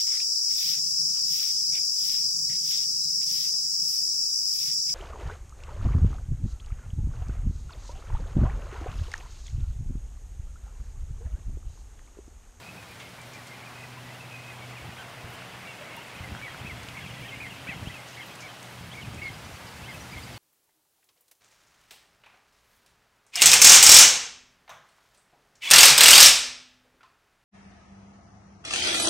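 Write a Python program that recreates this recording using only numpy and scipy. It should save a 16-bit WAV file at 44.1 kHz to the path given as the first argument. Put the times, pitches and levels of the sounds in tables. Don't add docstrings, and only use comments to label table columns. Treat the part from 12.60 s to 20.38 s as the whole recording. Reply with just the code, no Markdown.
import sys
import numpy as np
from scipy import signal
from scipy.fft import rfft, irfft
from scipy.io import wavfile
from scipy.ndimage import uniform_filter1d, map_coordinates

SR = 44100
rng = np.random.default_rng(int(sys.argv[2]) if len(sys.argv) > 2 else 0)


def ratio_of_db(decibels):
    return 10 ** (np.asarray(decibels, float) / 20)


def to_wav(sig):
    pcm = np.clip(np.atleast_2d(sig), -1, 1) * 32767
    pcm = np.round(pcm).astype(np.int16)
    wavfile.write(sys.argv[1], SR, pcm.T)


N = 343098

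# [t/s, traffic level/dB, flock murmur level/dB, air hiss level/dB]
BACKGROUND = [
    (0.0, -51.5, -59, -57),
    (2.99, -48.5, -46, -56.5),
    (4.81, -50, -45.5, -55.5),
    (6.26, -49.5, -52, -55.5),
    (7.78, -49.5, -51, -53.5),
]
# [f/Hz, density level/dB]
TRAFFIC_SPECTRUM = [(18, -50), (30, -17), (59, -17.5), (118, -1), (206, -6.5), (412, -9), (717, -5.5),
                    (1760, -10.5), (2120, -13.5), (4000, -23), (5200, -26), (8800, -120)]
# [f/Hz, density level/dB]
HISS_SPECTRUM = [(880, -53), (1500, -8), (1830, -12.5), (2180, -3.5), (2360, -7.5), (3710, -8.5),
                 (9250, -16), (15700, -23.5)]
# [f/Hz, density level/dB]
MURMUR_SPECTRUM = [(1300, -6), (1800, -4), (2100, -9), (2600, 1), (3200, -6.5), (3900, -13)]
# [f/Hz, level/dB]
ELECTRONIC_TONES = [
    (15735, -85),
    (8970, -80),
    (9270, -80),
]
# [t/s, level/dB]
MACHINE_CARRIED = [(0, -62), (.45, -58), (.7, -52), (1.2, -49), (2.1, -46), (2.85, -56), (3.3, -60),
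                   (4.4, -51), (5.8, -58), (6.3, -49), (6.9, -58), (7.78, -53)]
# [middle t/s, half length/s, multiple of fundamental, level/dB]
OVERTONE_SWELLS = [
    (.2, .6, 1.5, -58),
    (1.15, 1.1, 2, -60),
    (1.6, .4, 1.5, -62),
    (2.85, .5, 1.5, -59),
    (6.05, .7, 1.5, -62),
    (7.78, 1, 1.5, -59),
    (7.78, .9, 2, -60),
]
# [t/s, f/Hz, level/dB]
SECOND_MOTOR = [
    (3.9, 258, -80),
    (4.11, 263.6, -62),
    (5.12, 274.6, -57),
    (5.22, 275, -85),
]
# [peak t/s, peak level/dB, decay rate/(dB/s)]
WIND_GUSTS = [(0.0, -61.5, 0), (2.01, -55, 80), (2.23, -48, 62), (2.66, -53.5, 46), (3.73, -41.5, 128),
              (4.05, -44, 38), (4.47, -46.5, 19), (5.24, -40, 158), (6.26, -47, 100), (6.48, -44, 20),
              (7.10, -50, 12), (7.37, -48.5, 30), (7.57, -47.5, 16)]
# [f/Hz, density level/dB]
THUMP_SPECTRUM = [(20, -26), (40, -28), (70, -3), (110, -5), (180, -8.5), (300, -18.5), (500, -34)]
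# [t/s, peak level/dB, f/Hz]
CAPSULE_KNOCKS = [(2.64, -32, 84.5), (3.605, -30, 97), (3.72, -28.5, 107), (4.131, -32, 123),
                  (4.612, -31, 117), (5.09, -30, 169), (5.163, -31, 132), (5.228, -23, 103),
                  (5.272, -22.5, 141), (6.48, -26.5, 125), (6.545, -31, 180), (2.29, -30, 130),
                  (6.703, -30, 115), (7.527, -36, 122), (7.562, -34, 85), (7.045, -34, 110),
                  (7.375, -35, 115)]
# [t/s, length/s, centre f/Hz, width/octaves, level/dB]
WATER_SPLASHES = [(.312, .008, 12000, .8, -62), (0.396, 0.064, 4000, 1.3, -61), (.49, .008, 6000, 1, -62),
                  (0.614, 0.012, 6500, 0.88, -59), (.733, 0.037, 5440, 0.74, -60),
                  (0.87, .02, 5500, 1.2, -58.5), (2.10, .015, 13000, .5, -72), (2.70, .012, 13000, .6, -66),
                  (2.735, .012, 11000, .9, -63), (.398, .060, 2700, .8, -55),
                  (3.365, 0.0037, 10500, .9, -54), (4.231, .010, 5000, 1.2, -55),
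                  (4.287, .006, 3200, 1.5, -52), (4.605, .015, 14000, .4, -68),
                  (5.48, 0.11, 5450, 0.7, -61.5), (5.66, .03, 14000, .4, -65),
                  (5.754, 0.0066, 5000, 1.8, -54), (5.804, 0.042, 5600, 0.61, -56),
                  (6.029, .003, 7400, 0.65, -50), (6.544, .015, 7300, 0.52, -60),
                  (7.34, 0.028, 9000, 1.2, -62), (7.582, .06, 10500, .8, -65)]
# [t/s, f/Hz, level/dB]
DOWNSTROKES = [(6.623, 4950, -61), (6.624, 4620, -58), (6.726, 4930, -52), (6.730, 4700, -61),
               (6.838, 5930, -59), (6.840, 4700, -60), (6.950, 4600, -57), (6.952, 5950, -62),
               (7.063, 4940, -56), (7.065, 4620, -60), (7.165, 4600, -60), (7.285, 4870, -59),
               (7.560, 4230, -60), (7.760, 4420, -57), (6.650, 4320, -58), (7.398, 5830, -52),
               (7.430, 5750, -60), (7.510, 4860, -55), (7.623, 4810, -51.5), (7.623, 4550, -59),
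               (7.729, 4580, -59), (7.731, 4800, -58)]
# [t/s, peak level/dB, throat f/Hz]
DRY_CLUCKS = [(.030, -41, 2500), (.228, -37, 1800), (2.580, -38, 1900), (3.590, -37, 2500),
              (2.822, -38, 1400), (3.2235, -37, 1700), (3.484, -35, 2500), (3.552, -35, 2400),
              (3.645, -33, 2000), (3.688, -35, 2300), (3.75, -28, 1550), (3.767, -35, 1400),
              (3.815, -30, 1750), (3.881, -34, 1600), (3.946, -32, 1400), (4.016, -37, 2300),
              (4.287, -28, 2900)]
# [t/s at top, hold/s, top f/Hz, level/dB]
FAR_CHATTER = [(.045, .030, 2560, -51.5), (.085, .015, 2600, -54.5), (.180, 0.012, 2560, -49.5),
               (.300, .028, 2450, -54.5), (.592, .020, 2380, -54), (.590, .055, 2030, -62),
               (.748, .014, 2400, -50.5), (0.94, .065, 2420, -57), (.730, .030, 2100, -59),
               (0.94, .030, 2410, -62), (.865, .064, 2170, -55), (1.030, .050, 2100, -59),
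               (1.240, 0.027, 2500, -55), (1.160, .060, 2560, -54), (1.185, 0.057, 2055, -51.5),
               (1.212, .018, 2690, -54), (1.332, .011, 2690, -56), (1.350, 0.032, 2630, -60),
               (1.5, .020, 2060, -55), (1.455, .012, 1990, -57), (.930, .030, 2150, -60),
               (1.612, .022, 2670, -51), (1.712, .020, 2590, -52), (1.740, 0.029, 2540, -48),
               (1.766, .012, 2100, -51), (1.802, .025, 2570, -56), (1.850, .010, 2590, -50),
               (1.876, 0.02, 2570, -47.5), (1.505, .012, 2030, -57), (.420, 0.028, 2200, -52.5)]
# [t/s, length/s, f/Hz, level/dB]
LOW_GRUNTS = [
    (1.368, 0.018, 997, -45),
    (2.237, 0.036, 847, -52),
    (2.323, .012, 715, -35.5),
    (2.572, .015, 660, -39.5),
    (3.206, 0.031, 597, -44),
    (3.369, 0.024, 934, -43),
    (3.770, 0.054, 1525, -53),
    (3.931, .037, 1442, -50),
]
# [start t/s, length/s, first f/Hz, last f/Hz, level/dB]
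TORN_GLIDES = [(1.022, .030, 2100, 2600, -51.5), (1.052, .036, 2600, 2350, -50),
               (1.976, .026, 3080, 3520, -54), (2.098, 0.034, 2000, 2790, -51),
               (2.150, .048, 2880, 2100, -49), (3.545, .022, 2250, 2950, -50),
               (4.092, 0.035, 2330, 1980, -44.5), (4.341, .024, 1950, 2400, -44),
               (4.360, 0.041, 2370, 2100, -43), (4.466, .055, 3470, 2720, -52),
               (4.595, 0.049, 2600, 3300, -51), (4.662, .024, 2870, 2600, -48),
               (4.681, .046, 3420, 2430, -48.5), (4.860, .022, 3450, 2880, -50),
               (5.112, .032, 2265, 2040, -43), (5.252, .046, 2500, 3620, -48.5),
               (5.308, .030, 3550, 2800, -49.5), (5.335, .042, 2820, 2430, -47),
               (5.520, .050, 2550, 3500, -53), (5.538, .036, 2100, 4120, -50),
               (5.600, .046, 3500, 2380, -52), (5.622, .020, 3500, 3050, -49),
               (5.645, .035, 3100, 2600, -54), (5.778, 0.035, 2480, 3350, -50),
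               (5.882, .036, 3320, 3020, -50), (6.312, .030, 2980, 3720, -47),
               (6.334, .032, 2050, 2540, -45.5), (6.408, .030, 3420, 2770, -47),
               (6.436, .028, 2760, 2360, -50), (6.578, 0.034, 2450, 2820, -49),
               (6.668, .024, 4400, 3900, -56), (6.686, 0.019, 3480, 2980, -49),
               (7.222, .056, 2250, 3420, -51), (7.308, .026, 3380, 3080, -50),
               (.770, .035, 2050, 1880, -57), (2.040, .020, 3100, 2800, -53),
               (4.648, .032, 1830, 1960, -47), (5.125, .020, 1600, 1400, -49),
               (5.066, 0.019, 1450, 1850, -48.5), (1.515, .050, 2600, 2940, -53.5)]
# [start t/s, length/s, first f/Hz, level/dB]
FALLING_NOTES = [
    (3.868, .022, 2060, -41),
    (4.440, .024, 2790, -48),
    (4.838, 0.032, 2220, -41.5),
    (4.906, .020, 2900, -47),
    (5.150, 0.028, 2960, -51),
    (6.624, .010, 2820, -48),
    (.775, .025, 2080, -56),
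    (1.905, .018, 2140, -51),
]
# [t/s at top, hold/s, top f/Hz, level/dB]
SHORT_PEEPS = [(2.018, 0.024, 2265, -48.5), (2.135, .012, 2050, -50), (2.205, .014, 2250, -52),
               (3.062, .065, 2310, -50), (3.075, 0.042, 2780, -47.5), (3.260, .040, 2260, -53),
               (3.318, .032, 2210, -47), (3.340, .012, 2870, -50), (3.355, .025, 3400, -54),
               (3.372, .026, 2800, -49), (3.640, 0.013, 2090, -47), (3.824, .040, 2293, -42),
               (3.905, 0.022, 3250, -53), (4.560, .020, 2800, -54), (4.570, 0.027, 1970, -52),
               (4.625, .030, 2340, -51), (4.722, .022, 2150, -40.5), (4.870, .008, 2136, -43),
               (4.890, .014, 3300, -53), (5.145, 0.0089, 3300, -52), (5.380, .020, 2144, -50),
               (6.376, 0.033, 2260, -43.5), (6.624, 0.0616, 2223, -35.5), (7.344, 0.015, 2620, -47),
               (7.570, .028, 3310, -55), (7.560, .028, 2160, -45.5)]
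# [t/s at top, hold/s, top f/Hz, level/dB]
HOOKED_CALLS = [
    (4.068, 0.0141, 2620, -42),
    (4.812, .024, 2490, -40.5),
    (5.086, .016, 2620, -37.5),
    (7.533, .0127, 2360, -44.5),
]
# [t/s at top, hold/s, top f/Hz, level/dB, octave level/dB]
ARCHED_CALLS = [
    (2.388, .030, 1580, -41, -52),
    (4.388, .050, 1740, -49, -53),
    (4.670, 0.0039, 1950, -56, -56),
    (5.088, 0.019, 2005, -38.5, -51),
    (5.300, .012, 2040, -46, -70),
    (5.576, .022, 2050, -47, -70),
    (5.576, .046, 2240, -46, -70),
    (5.827, .040, 2370, -45.5, -70),
    (7.286, 0.027, 2160, -43, -70),
]
# [f/Hz, gain level/dB]
THROAT_RESPONSE = [(1000, -24), (1500, -7), (1950, -1), (2300, 0), (3300, -1), (3700, -7), (4400, -16)]


def rms_one(x):
    return x / np.sqrt(np.mean(x ** 2) + 1e-20)


def in_time(rows):
    s, *columns = np.transpose(rows)
    return [np.interp(np.arange(N) / SR, s, c) for c in columns]


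def drift(rate_hz):
    pole = np.exp(-80 * np.pi * rate_hz / SR)
    noise = rng.standard_normal(N // 40 + 2002)
    slow = signal.lfilter([1], [1, -2 * pole, pole * pole], noise)[2000:]
    return np.interp(np.arange(N) / 40, np.arange(len(slow)), rms_one(slow))


def coloured(spectrum, patchy_db, rate_hz):
    hz = np.arange(N // 2 + 1) * SR / N + 1
    points = np.array(spectrum)
    shape = ratio_of_db(np.interp(np.log(hz), np.log(points[:, 0]), points[:, 1], left=-90, right=-90))
    shaped = shape * rfft(rng.standard_normal(N))
    octave = np.log2(hz / points[0, 0])
    out = np.zeros(N)
    for k in range(int(octave[shape > 1e-4].max()) + 2):
        part = irfft(shaped * np.clip(1 - abs(octave - k), 0, 1), N)
        out += part * ratio_of_db(patchy_db * drift(rate_hz))
    return rms_one(out)


def add(track, start_s, sound):
    at = round(start_s * SR)
    track[at:at + len(sound)] += sound[:N - at]


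def whistle(length_s, start_hz, middle_hz, end_hz, edge_s):
    u = np.linspace(0, 1, max(round(length_s * SR), 2))
    hz = 2 * start_hz * (u - .5) * (u - 1)
    hz = hz - 4 * middle_hz * u * (u - 1)
    hz = hz + 2 * end_hz * u * (u - .5)
    ends = np.clip(np.minimum(u, 1 - u) * length_s / edge_s, 0, 1)
    return np.sqrt(2) * np.sin(np.pi / 2 * ends) ** 2 * np.sin(2 * np.pi * np.cumsum(hz) / SR)


def rings(rows, cycles, click_share):
    out = np.zeros(N)
    for s, peak_db, hz in rows:
        turns = np.arange(round(cycles * SR / hz)) * hz / SR
        dying = np.exp(-np.log(1000) * turns / cycles)
        dying = dying + click_share * np.exp(-3.0 * turns)
        add(out, s, -ratio_of_db(peak_db) * dying * np.sin(2 * np.pi * turns))
    return out


def electronic_tones():
    t, waver = np.arange(N) / SR, 1.5 * drift(5)
    return sum(ratio_of_db(db) * np.sin(2 * np.pi * hz * t + waver) for hz, db in ELECTRONIC_TONES)


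def channel_slips(hiss, count=35, width_hz=1350, length_s=0.04):
    out, window = np.zeros(N), np.hanning(round(length_s * SR))
    for low_hz, (when, where) in zip(np.geomspace(4200, 14200, count), rng.random((count, 2))):
        band = signal.butter(4, [low_hz, low_hz + width_hz], "band", fs=SR, output="sos")
        piece = hiss[int(where * (N - len(window))):][:len(window)]
        add(out, when * N / SR, window * signal.sosfilt(band, piece))
    return out


def hum():
    machine_hz = 122.8
    t = np.arange(N) / SR
    partials = [(1, in_time(MACHINE_CARRIED)[0])]
    for s, half_s, k, db in OVERTONE_SWELLS:
        partials.append((k, db - 14 * ((t - s) / half_s) ** 2))
    waver_db, waver = drift(2.5), .3 * drift(1.5)
    out = np.zeros(N)
    for k, level_db in partials:
        out += ratio_of_db(level_db + waver_db) * np.sin(k * (2 * np.pi * machine_hz * t + waver))
    motor_hz, motor_db = in_time(SECOND_MOTOR)
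    motor = ratio_of_db(motor_db) * np.sin(2 * np.pi * np.cumsum(motor_hz) / SR)
    return np.sqrt(2) * (out + motor)


def gusts():
    rise_db_per_s, end_s, breeze_db = 110, .7, -66
    t = np.arange(N) / SR
    gain = np.full(N, ratio_of_db(breeze_db))
    for s, peak_db, dying_db in WIND_GUSTS:
        outside_s = np.maximum(s - t, 0) + np.maximum(t - s - end_s, 0)
        level_db = peak_db - rise_db_per_s * outside_s - dying_db * np.maximum(t - s, 0)
        gain = np.maximum(gain, ratio_of_db(level_db))
    return gain


def wind():
    low_cut = signal.butter(2, 55, "high", fs=SR, output="sos")
    knocks = signal.sosfilt(low_cut, rings(CAPSULE_KNOCKS, cycles=5.8, click_share=0.47))
    return ratio_of_db(3.0) * gusts() * coloured(THUMP_SPECTRUM, patchy_db=3.5, rate_hz=44) + knocks


def splashes():
    out = np.zeros(N)
    droplets = rms_one(rng.standard_normal(N) * ratio_of_db(2.0 * rng.standard_normal(N)))
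    for s, length_s, hz, octaves, level_db in WATER_SPLASHES:
        u = np.arange(round(2 * length_s * SR)) / SR / length_s
        edges = np.clip(hz * 2 ** (np.array([-.5, .5]) * octaves), 50, .45 * SR)
        band = signal.butter(2, edges, "band", fs=SR, output="sos")
        puff = droplets[round(s * SR):][:len(u)] * np.minimum(u / 0.019, 1) * np.exp(-1.6 * u)
        add(out, s, ratio_of_db(level_db + 2.0) * rms_one(signal.sosfilt(band, puff)))
    return out


def far_banks(x, t60_s=.2, tail_db=-18):
    t = np.arange(round(t60_s * SR)) / SR
    scatter = rng.standard_normal(len(t)) * ratio_of_db(-60 * t / t60_s) * (t > .003)
    scatter = signal.lfilter([.4], [1, -.6], scatter)
    return x + ratio_of_db(tail_db) * signal.fftconvolve(x, scatter / np.linalg.norm(scatter))[:N]


def strands(sound, flutter_db, rate_hz):
    arrival = np.arange(N) + .6 * flutter_db * drift(rate_hz)
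    return map_coordinates(sound, [arrival], order=3) * ratio_of_db(flutter_db * drift(rate_hz))


def farthest_birds(count=1500):
    out = np.zeros(N)
    for when, long, pitch, arch, slope, loud in rng.random((count, 6)):
        top_hz = 1950 + 1500 * pitch ** 1.6
        tilt = 1 + 0.17 * (slope - .5) * np.array([-1, 1])
        ends_hz = top_hz * (1 - 0.106 * arch) * tilt
        note = whistle(.014 + .016 * long, ends_hz[0], top_hz, ends_hz[1], edge_s=.01)
        add(out, when * N / SR, ratio_of_db(3 * loud) * note)
    return rms_one(out)


def wings():
    out = np.zeros(N)
    for s, hz, level_db in DOWNSTROKES:
        add(out, s, ratio_of_db(level_db) * whistle(0.03, hz, hz, hz, edge_s=0.013))
    return out * ratio_of_db(1.5 + 4 * drift(260))


def grunts():
    out = np.zeros(N)
    for s, length_s, hz, level_db in LOW_GRUNTS:
        end_hz = hz * (1 - 0.039)
        add(out, s, ratio_of_db(level_db) * whistle(length_s, end_hz, hz, end_hz, edge_s=.01))
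    return out


def glides():
    out = np.zeros(N)
    for s, length_s, first_hz, last_hz, level_db in TORN_GLIDES:
        middle_hz = 0.98 * (first_hz + last_hz) / 2
        add(out, s, ratio_of_db(level_db) * whistle(length_s, first_hz, middle_hz, last_hz, edge_s=0.0082))
    return out


def call(held_s, top_hz, level_db, octave_db, leg_s, depth, sag_per_s, leg_loss_db, haste):
    rise_depth, rise_s = .50, .025
    fall_depth, fall_s = .42, .028
    round_s = .006
    break_db, break_s = 3.5, .009
    t = np.arange(-leg_s / haste, held_s + leg_s, 1 / SR)
    rise = depth * rise_depth * (1 - np.exp(np.minimum(t, 0) * haste / rise_s))
    fall = depth * fall_depth * (1 - np.exp(-np.maximum(t - held_s, 0) / fall_s))
    hz = top_hz * (1 - rise) * (1 - fall) * (1 - sag_per_s * np.clip(t, 0, held_s))
    hz = uniform_filter1d(hz, round(round_s * SR), mode="nearest")
    phase = 2 * np.pi * np.cumsum(hz) / SR
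    edge = np.clip(np.minimum(t - t[0], t[-1] - t) / .012, 0, 1)
    ends = np.sin(np.pi / 2 * edge) ** 2
    knots = np.arange(t[0], t[0] + 24 * break_s, break_s)
    octave_db = octave_db + break_db * np.interp(t, knots, rng.standard_normal(30)[:len(knots)])
    voice_db = level_db - leg_loss_db * (rise + fall)
    throat_hz, throat_db = np.transpose(THROAT_RESPONSE)
    out = np.zeros(len(t))
    for k, db in [(1, voice_db), (2, octave_db)]:
        resonance_db = np.interp(np.log(k * hz), np.log(throat_hz), throat_db)
        out += ratio_of_db(db + resonance_db) * np.sin(k * phase)
    return np.sqrt(2) * ends * out


def calls(rows, leg_s, depth, sag_per_s, leg_loss_db=12, haste=1, octave_loss_db=-21):
    out = np.zeros(N)
    for s, held_s, top_hz, level_db, *octave_db in rows:
        octave_db = octave_db[0] if octave_db else level_db + octave_loss_db
        sound = call(held_s, top_hz, level_db, octave_db, leg_s, depth, sag_per_s, leg_loss_db, haste)
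        add(out, s - leg_s / haste, sound)
    return out


def flock():
    far = far_banks(calls(FAR_CHATTER, leg_s=.016, depth=.3, sag_per_s=.5), t60_s=.25, tail_db=-8)
    arches = calls(ARCHED_CALLS, leg_s=.042, depth=1.0, sag_per_s=1.5, leg_loss_db=46, haste=1.3)
    arches += glides()
    near = calls(HOOKED_CALLS, leg_s=0.0302, depth=.6, sag_per_s=0.88, leg_loss_db=35, haste=1.3)
    near += calls(SHORT_PEEPS, leg_s=.012, depth=0.453, sag_per_s=0.59)
    near += calls(FALLING_NOTES, leg_s=.011, depth=0.29, sag_per_s=4.1)
    near += grunts()
    out = strands(far, flutter_db=3, rate_hz=70)
    out += strands(arches, flutter_db=2.5, rate_hz=90)
    return out + strands(near, flutter_db=2, rate_hz=110)


def scene():
    traffic_db, murmur_db, hiss_db = in_time(BACKGROUND)
    traffic = ratio_of_db(traffic_db + 3) * coloured(TRAFFIC_SPECTRUM, patchy_db=1.0, rate_hz=9.2)
    hiss = ratio_of_db(hiss_db + 4.5) * coloured(HISS_SPECTRUM, patchy_db=0.63, rate_hz=12)
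    murmur_gain = ratio_of_db(murmur_db - 7.0)
    murmur = murmur_gain * coloured(MURMUR_SPECTRUM, patchy_db=1.0, rate_hz=6.2)
    clucks = rings(DRY_CLUCKS, cycles=14.0, click_share=1.2)
    birds = murmur_gain * farthest_birds() + wings() + clucks + flock()
    mono = traffic + hiss + murmur + hum() + wind() + splashes() + far_banks(birds)
    side = ratio_of_db(-3.5) * channel_slips(hiss)
    return np.array([mono + side, mono - side])


def top_cut(x):
    return signal.sosfilt(signal.butter(12, 15880, fs=SR, output="sos"), x)


def record(dry):
    mix = dry + electronic_tones()
    return top_cut(mix)


dry = scene()
out = record(dry)
to_wav(out)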